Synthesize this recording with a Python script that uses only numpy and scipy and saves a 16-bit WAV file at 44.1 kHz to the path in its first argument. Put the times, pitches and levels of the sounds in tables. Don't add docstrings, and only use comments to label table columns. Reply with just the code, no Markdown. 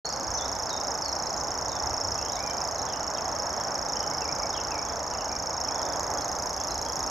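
import sys
import numpy as np
from scipy import signal
from scipy.fft import rfft, irfft
from scipy.io import wavfile
from scipy.ndimage import uniform_filter1d

SR = 44100
rng = np.random.default_rng(int(sys.argv[2]) if len(sys.argv) > 2 else 0)


def transcribe(signal):
    frames = np.atleast_2d(signal).T
    limited = np.clip(frames, -1, 1)
    pcm = np.round(limited * 32767).astype(np.int16)
    wavfile.write(sys.argv[1], SR, pcm)


N = 313110
TIME = np.arange(N) / SR


def undb(db):
    return 10 ** (np.asarray(db) / 20)


def curve(rows, at):
    return np.interp(at, *np.transpose(rows))


def colour(x, points):
    hz, db = np.transpose(points)
    bins = np.maximum(np.fft.rfftfreq(N, 1 / SR), 1)
    return irfft(rfft(x) * undb(np.interp(np.log(bins), np.log(hz), db)), N)


def fluctuation(rate_hz):
    hold = int(SR / rate_hz)
    steps = np.repeat(rng.standard_normal(N // hold + 1), hold)
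    smooth = uniform_filter1d(uniform_filter1d(steps, hold), hold)[:N]
    return smooth / np.sqrt(np.mean(smooth ** 2))


def add(track, start_s, sound):
    i = int(np.clip(start_s * SR, 0, N))
    track[i:i + len(sound)] += sound[:N - i]


def scatter(x, t60_s, side_db):
    t = np.arange(SR // 2) / SR
    build_up = 1 - np.exp(-t / .0034)
    mid, side = rng.standard_normal((2, len(t))) * undb(-60 * t / t60_s) * build_up
    echoes = mid + undb(side_db) * side * np.array([[1], [-1]])
    echoes /= np.sqrt(np.sum(echoes ** 2) / 2)
    return signal.fftconvolve(x[None], echoes, axes=1)[:, :N]


# f/Hz, side minus mid level/dB
FIELD_WIDTH = [(30, -5), (70, -9.5), (200, -8.5), (500, -15), (1000, -12), (2000, -4.5), (4000, 0.5),
               (12000, 1)]


def ambient_noise(spectrum):
    mid, side = colour(rng.standard_normal((2, N)), spectrum)
    return (mid + colour(side, FIELD_WIDTH) * np.array([[1], [-1]])) / np.std(mid)


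# f/Hz, relative spectral level/dB
TRAFFIC_SPECTRUM = [(76, -27), (130, -8), (188, -11), (300, -7), (378, -9), (604, -1), (851, 0.5),
                    (1430, -9.5), (2090, -19.5), (2350, -26), (2700, -31.5), (3510, -61), (5940, -120)]
# t/s, relative level/dB
TRAFFIC_SWELL = [(0, -35), (1.3, -35), (4.2, -34), (5.0, -35), (5.6, -35.5), (6.0, -32.5), (6.55, -35.5),
                 (7.1, -34.5)]


def traffic():
    level_db = curve(TRAFFIC_SWELL, TIME) + .72
    return ambient_noise(TRAFFIC_SPECTRUM) * undb(level_db + .48 * fluctuation(12))


# f/Hz, relative spectral level/dB
WIND_SPECTRUM = [(20, -18), (30, -11), (45, -3.5), (62, 2), (77, 1.7), (92, -2.5), (125, -8.5), (180, -18),
                 (350, -31), (1000, -90)]
# t/s, relative level/dB
WIND_GUSTS = [(.05, -52), (.3, -45), (.8, -51.5), (1.5, -47.5), (1.95, -43.5), (2.6, -49.5), (4, -48.5),
              (5.6, -48.5), (7.1, -47)]


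def wind():
    return ambient_noise(WIND_SPECTRUM) * undb(curve(WIND_GUSTS, TIME) + 1.25)


# f/Hz, relative spectral level/dB
AIR_SPECTRUM = [(1500, -16), (2800, -0.5), (4000, -6), (6000, 7), (9000, -18.5), (13000, -13), (15500, -29)]


def air():
    return ambient_noise(AIR_SPECTRUM) * undb(-52.5 + .5 * fluctuation(3.1))


def sing(hz, db, buzz):
    t = np.arange(len(hz)) / SR
    waver = np.interp(240 * t, np.arange(64), rng.standard_normal(64))
    flutter = np.sin(2 * np.pi * (95 * t + rng.random()))
    phase = 2 * np.pi * np.cumsum(hz * (1 + .015 * waver + .066 * buzz * flutter)) / SR
    envelope = undb(db + 1.2 * waver) * signal.windows.tukey(len(t), .2)
    return envelope * (1 + .5 * buzz * flutter) * np.sin(phase)


# t/s, duration/s, start f/Hz, held f/Hz, end f/Hz, relative level/dB
SWOOP_NOTES = [(.032, 0.049, 4900, 4240, 4270, -30), (0.098, .035, 5200, 4850, 4300, -36),
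               (0.335, 0.051, 6700, 5790, 6030, -26), (0.372, 0.1, 6000, 3340, 4130, -36.5),
               (0.679, 0.11, 6900, 3690, 3700, -35.5), (1.024, 0.098, 5730, 4480, 3930, -35),
               (1.238, .05, 4140, 4010, 4550, -46), (1.362, .045, 7400, 6000, 5600, -33.5),
               (1.68, .11, 6000, 3700, 3240, -42.5)]


def swoops(drop_s=.009, fade_db_per_s=90):
    song = np.zeros(N)
    for start_s, length_s, start_hz, held_hz, end_hz, db in SWOOP_NOTES:
        t = np.arange(int(length_s * SR)) / SR
        drop_hz = (start_hz - held_hz) * np.exp(-t / drop_s)
        bend_hz = (end_hz - held_hz) * (t / length_s) ** 3
        add(song, start_s, sing(held_hz + drop_hz + bend_hz, db - fade_db_per_s * t, buzz=.18))
    return song


# t/s, syllable rate/Hz
REEL_PACE = [(0, 28.044), (.904, 28.349), (4.94, 27.91), (7.1, 28.144)]


def syllable_times(first_s=.0518):
    times = [first_s]
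    while times[-1] < N / SR:
        times.append(times[-1] + 1 / curve(REEL_PACE, times[-1]))
    return times[:-1]


def syrinx(shape, pitch_ratio, octave_db, rasp_db, mellow_db_per_ms):
    ms, hz, db = np.transpose(shape)
    time_jitter, pitch_jitter, level_jitter = rng.standard_normal((3, len(ms)))
    t_ms = np.arange(-SR // 500, SR // 50) * 1000 / SR
    ms = np.sort(ms + .13 * time_jitter)
    glide_hz = pitch_ratio * np.interp(t_ms, ms, hz * (1 + .0085 * pitch_jitter))
    phase = 2 * np.pi * np.cumsum(glide_hz) / SR
    envelope = undb(np.interp(t_ms, ms, db + 1.8 * level_jitter)) * (t_ms > ms[0]) * (t_ms < ms[-1])
    envelope = uniform_filter1d(uniform_filter1d(envelope, size=13), size=17)
    octave = undb(octave_db - mellow_db_per_ms * np.maximum(t_ms - ms[2], 0)) * np.sin(2 * phase)
    rasp = undb(rasp_db) * rng.standard_normal(len(t_ms))
    return envelope * (np.sin(phase) + octave + rasp)


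# t/ms, f/Hz, relative level/dB
TICK_GESTURE = [(0.1, 3500, -18.5), (0.67, 4680, 0.5), (1.4, 6430, 1), (2, 6404, 1.5), (2.7, 6607, 2),
                (3.6, 6570, -29.5), (5, 6530, -3), (6.0, 6450, -17), (9, 6400, -12.5)]
NOTE_GESTURE = [(9.4, 4800, -23), (10.2, 5290, -1), (11.1, 5680, 2.5), (12.2, 5780, -3), (13.2, 5530, -8.5),
                (14.3, 5200, 2.5), (15.2, 5426, 6), (16.2, 5116, -5.5), (17.8, 5390, -4.5)]
# t/s, relative level/dB
NOTE_EFFORT = [(0, -28.5), (1.15, -24.5), (1.55, -27), (2.2, -24.5), (2.4, -26.5), (2.95, -28),
               (3.7, -26.5), (4.5, -25.5), (4.9, -28.8), (5.4, -27.5), (5.7, -25.3), (6.0, -27.5),
               (7.1, -27)]
# t/s, facing (0 away, 1 towards the listener)
HEAD_FACING = [(0, 0.24), (2.1, 0.012), (2.35, .55), (2.75, 0.18), (2.95, 0), (5.65, 0.0067), (5.95, 0.71),
               (7.1, 1)]


def reel():
    times = syllable_times()
    song, drift = np.zeros(N), fluctuation(3.08)
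    accents_db = 2.5 * (rng.random(len(times)) ** 2 - 1 / 3)
    jitters = rng.standard_normal((len(times), 4))
    for s, accent_db, (lag, tick_jitter, note_jitter, pitch_jitter) in zip(times, accents_db, jitters):
        facing = curve(HEAD_FACING, s)
        bright_db = 6.5 * facing
        pitch_ratio = 1 - .012 * facing + .003 * drift[int(s * SR)] + .004 * pitch_jitter
        tick = syrinx(TICK_GESTURE, pitch_ratio, octave_db=-19 + bright_db / 2,
                      rasp_db=-22.5 + bright_db / 2, mellow_db_per_ms=6)
        note = syrinx(NOTE_GESTURE, pitch_ratio, octave_db=-27 + bright_db,
                      rasp_db=-32 + bright_db / 2, mellow_db_per_ms=1.8)
        tick_db = -29.5 + 3 * facing + .5 * tick_jitter
        note_db = curve(NOTE_EFFORT, s) + .87 * note_jitter + accent_db
        add(song, s + .0003 * lag, undb(tick_db) * tick + undb(note_db) * note)
    return song


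def twigs(x, t60_s, side_db):
    shares = np.array([fluctuation(5) for _ in range(3)])
    shares /= np.sqrt(np.sum(shares ** 2, axis=0))
    return sum(share * scatter(x, t60_s, side_db) for share in shares)


# f/Hz, gain/dB
BEAK_RESPONSE = [(3500, -4.5), (4850, -3), (5330, 0.07), (5750, 1), (6130, -2.5), (6450, 3), (7400, 6.5),
                 (8400, 1.5), (10200, -7), (11150, 2.5), (11800, -7), (12550, 2), (13300, -9), (15500, -12)]


def warbler():
    direct = colour(reel(), BEAK_RESPONSE)
    early = undb(-11) * twigs(direct, t60_s=.035, side_db=-11)
    late = undb(-10) * twigs(direct, t60_s=.4, side_db=-4.5)
    return undb(-.85) * (direct + early + late)


def glide(length_s, start_hz, mid_hz, end_hz, db, buzz):
    parabola = np.polyfit([0, .5, 1], [start_hz, mid_hz, end_hz], 2)
    return sing(np.polyval(parabola, np.linspace(0, 1, int(length_s * SR))), db, buzz)


def chatter(count=60, from_s=1.4):
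    song = np.zeros(N)
    for when, length, height, slope, loudness, buzz in rng.random((count, 6)):
        hz = 2450 + 1352 * height
        slide = 1 + .232 * (slope - .5)
        db = -57 + 3 * (loudness - .5)
        note = glide(.0225 + .0353 * length, hz * slide, hz, hz / slide, db, buzz)
        add(song, from_s + when * (N / SR - from_s), note)
    return song


# t/s, duration/s, start f/Hz, middle f/Hz, end f/Hz, relative level/dB, buzz (0 to 1)
WHISTLE_NOTES = [ (2.166, 0.15, 2550, 2830, 3530, -51, 0.8), (2.307, .068, 3800, 3900, 3360, -43, 0),
                 (2.363, .048, 2100, 2220, 2310, -43, 0), (2.403, .125, 2430, 2366, 2300, -42.5, .1),
                 (2.492, 0.017, 3190, 3080, 2980, -43, 0), (2.766, 0.054, 4280, 3920, 4150, -47, .1),
                 (2.869, 0.063, 3480, 3200, 2850, -47.5, .8), (2.936, .027, 2750, 2880, 3050, -44, .1),
                 (3.15, .052, 4200, 3010, 2290, -45, .5), (3.951, .022, 2800, 2980, 3150, -43, .2),
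                 (4.02, .019, 2800, 3010, 3150, -42.5, .2), (4.115, .027, 2020, 2140, 2200, -43, 0),
                 (4.21, 0.055, 2840, 2500, 2220, -43.5, .3), (4.28, 0.031, 2090, 2330, 2530, -39, 0),
                 (4.425, 0.026, 2200, 2260, 2330, -39, 0.2), (4.526, 0.019, 3450, 3780, 3950, -43, 0.2),
                 (4.545, 0.048, 3200, 3010, 2650, -39.5, .5), (4.701, 0.11, 2700, 2320, 2270, -41.5, 0.4),
                 (5.12, 0.047, 3070, 2680, 2200, -47.5, .1), (5.178, 0.039, 3100, 2890, 2700, -43.5, .3),
                 (5.296, 0.069, 2280, 2330, 2300, -45.5, 0.54), (5.681, 0.019, 2540, 2350, 2200, -42, 0),
                 (5.69, 0.15, 2990, 3500, 2750, -53, .2), (5.82, .15, 3500, 3530, 3100, -54, .3),
                 (6.16, .05, 3200, 3340, 3380, -52, .1), (6.197, .073, 3500, 4250, 3300, -50, 0),
                 (6.694, 0.044, 4220, 3970, 4470, -43, 0.1), (6.85, .043, 3160, 3270, 3150, -51, .4)]


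def whistles():
    song = np.zeros(N)
    for start_s, *note in WHISTLE_NOTES:
        add(song, start_s, glide(*note))
    return song


def wood(song):
    early = undb(-4.5) * scatter(song, t60_s=.052, side_db=-1)
    late = undb(-7) * scatter(song, t60_s=.76, side_db=-4)
    return undb(-4.5) * song + early + late


def scene():
    return warbler() + wood(swoops() + chatter() + whistles()) + traffic() + wind() + air()


# f/Hz, left minus right level/dB
CHANNEL_BALANCE = [(30, 0.5), (100, -2), (700, -2), (2500, -2.5), (5500, -1.3), (6800, -2), (8500, 0.5),
                   (13000, 1)]


def record(dry, open_s=.047, cutoff_hz=15550):
    left = colour(dry[0], [(hz, db / 2) for hz, db in CHANNEL_BALANCE])
    right = colour(dry[1], [(hz, -db / 2) for hz, db in CHANNEL_BALANCE])
    fade_in = np.clip((TIME - open_s) / .002, 0, 1)
    low_pass = signal.ellip(10, .2, 80, cutoff_hz, fs=SR, output="sos")
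    return signal.sosfilt(low_pass, np.array([left, right]) * fade_in)


dry = scene()
out = record(dry)
transcribe(out)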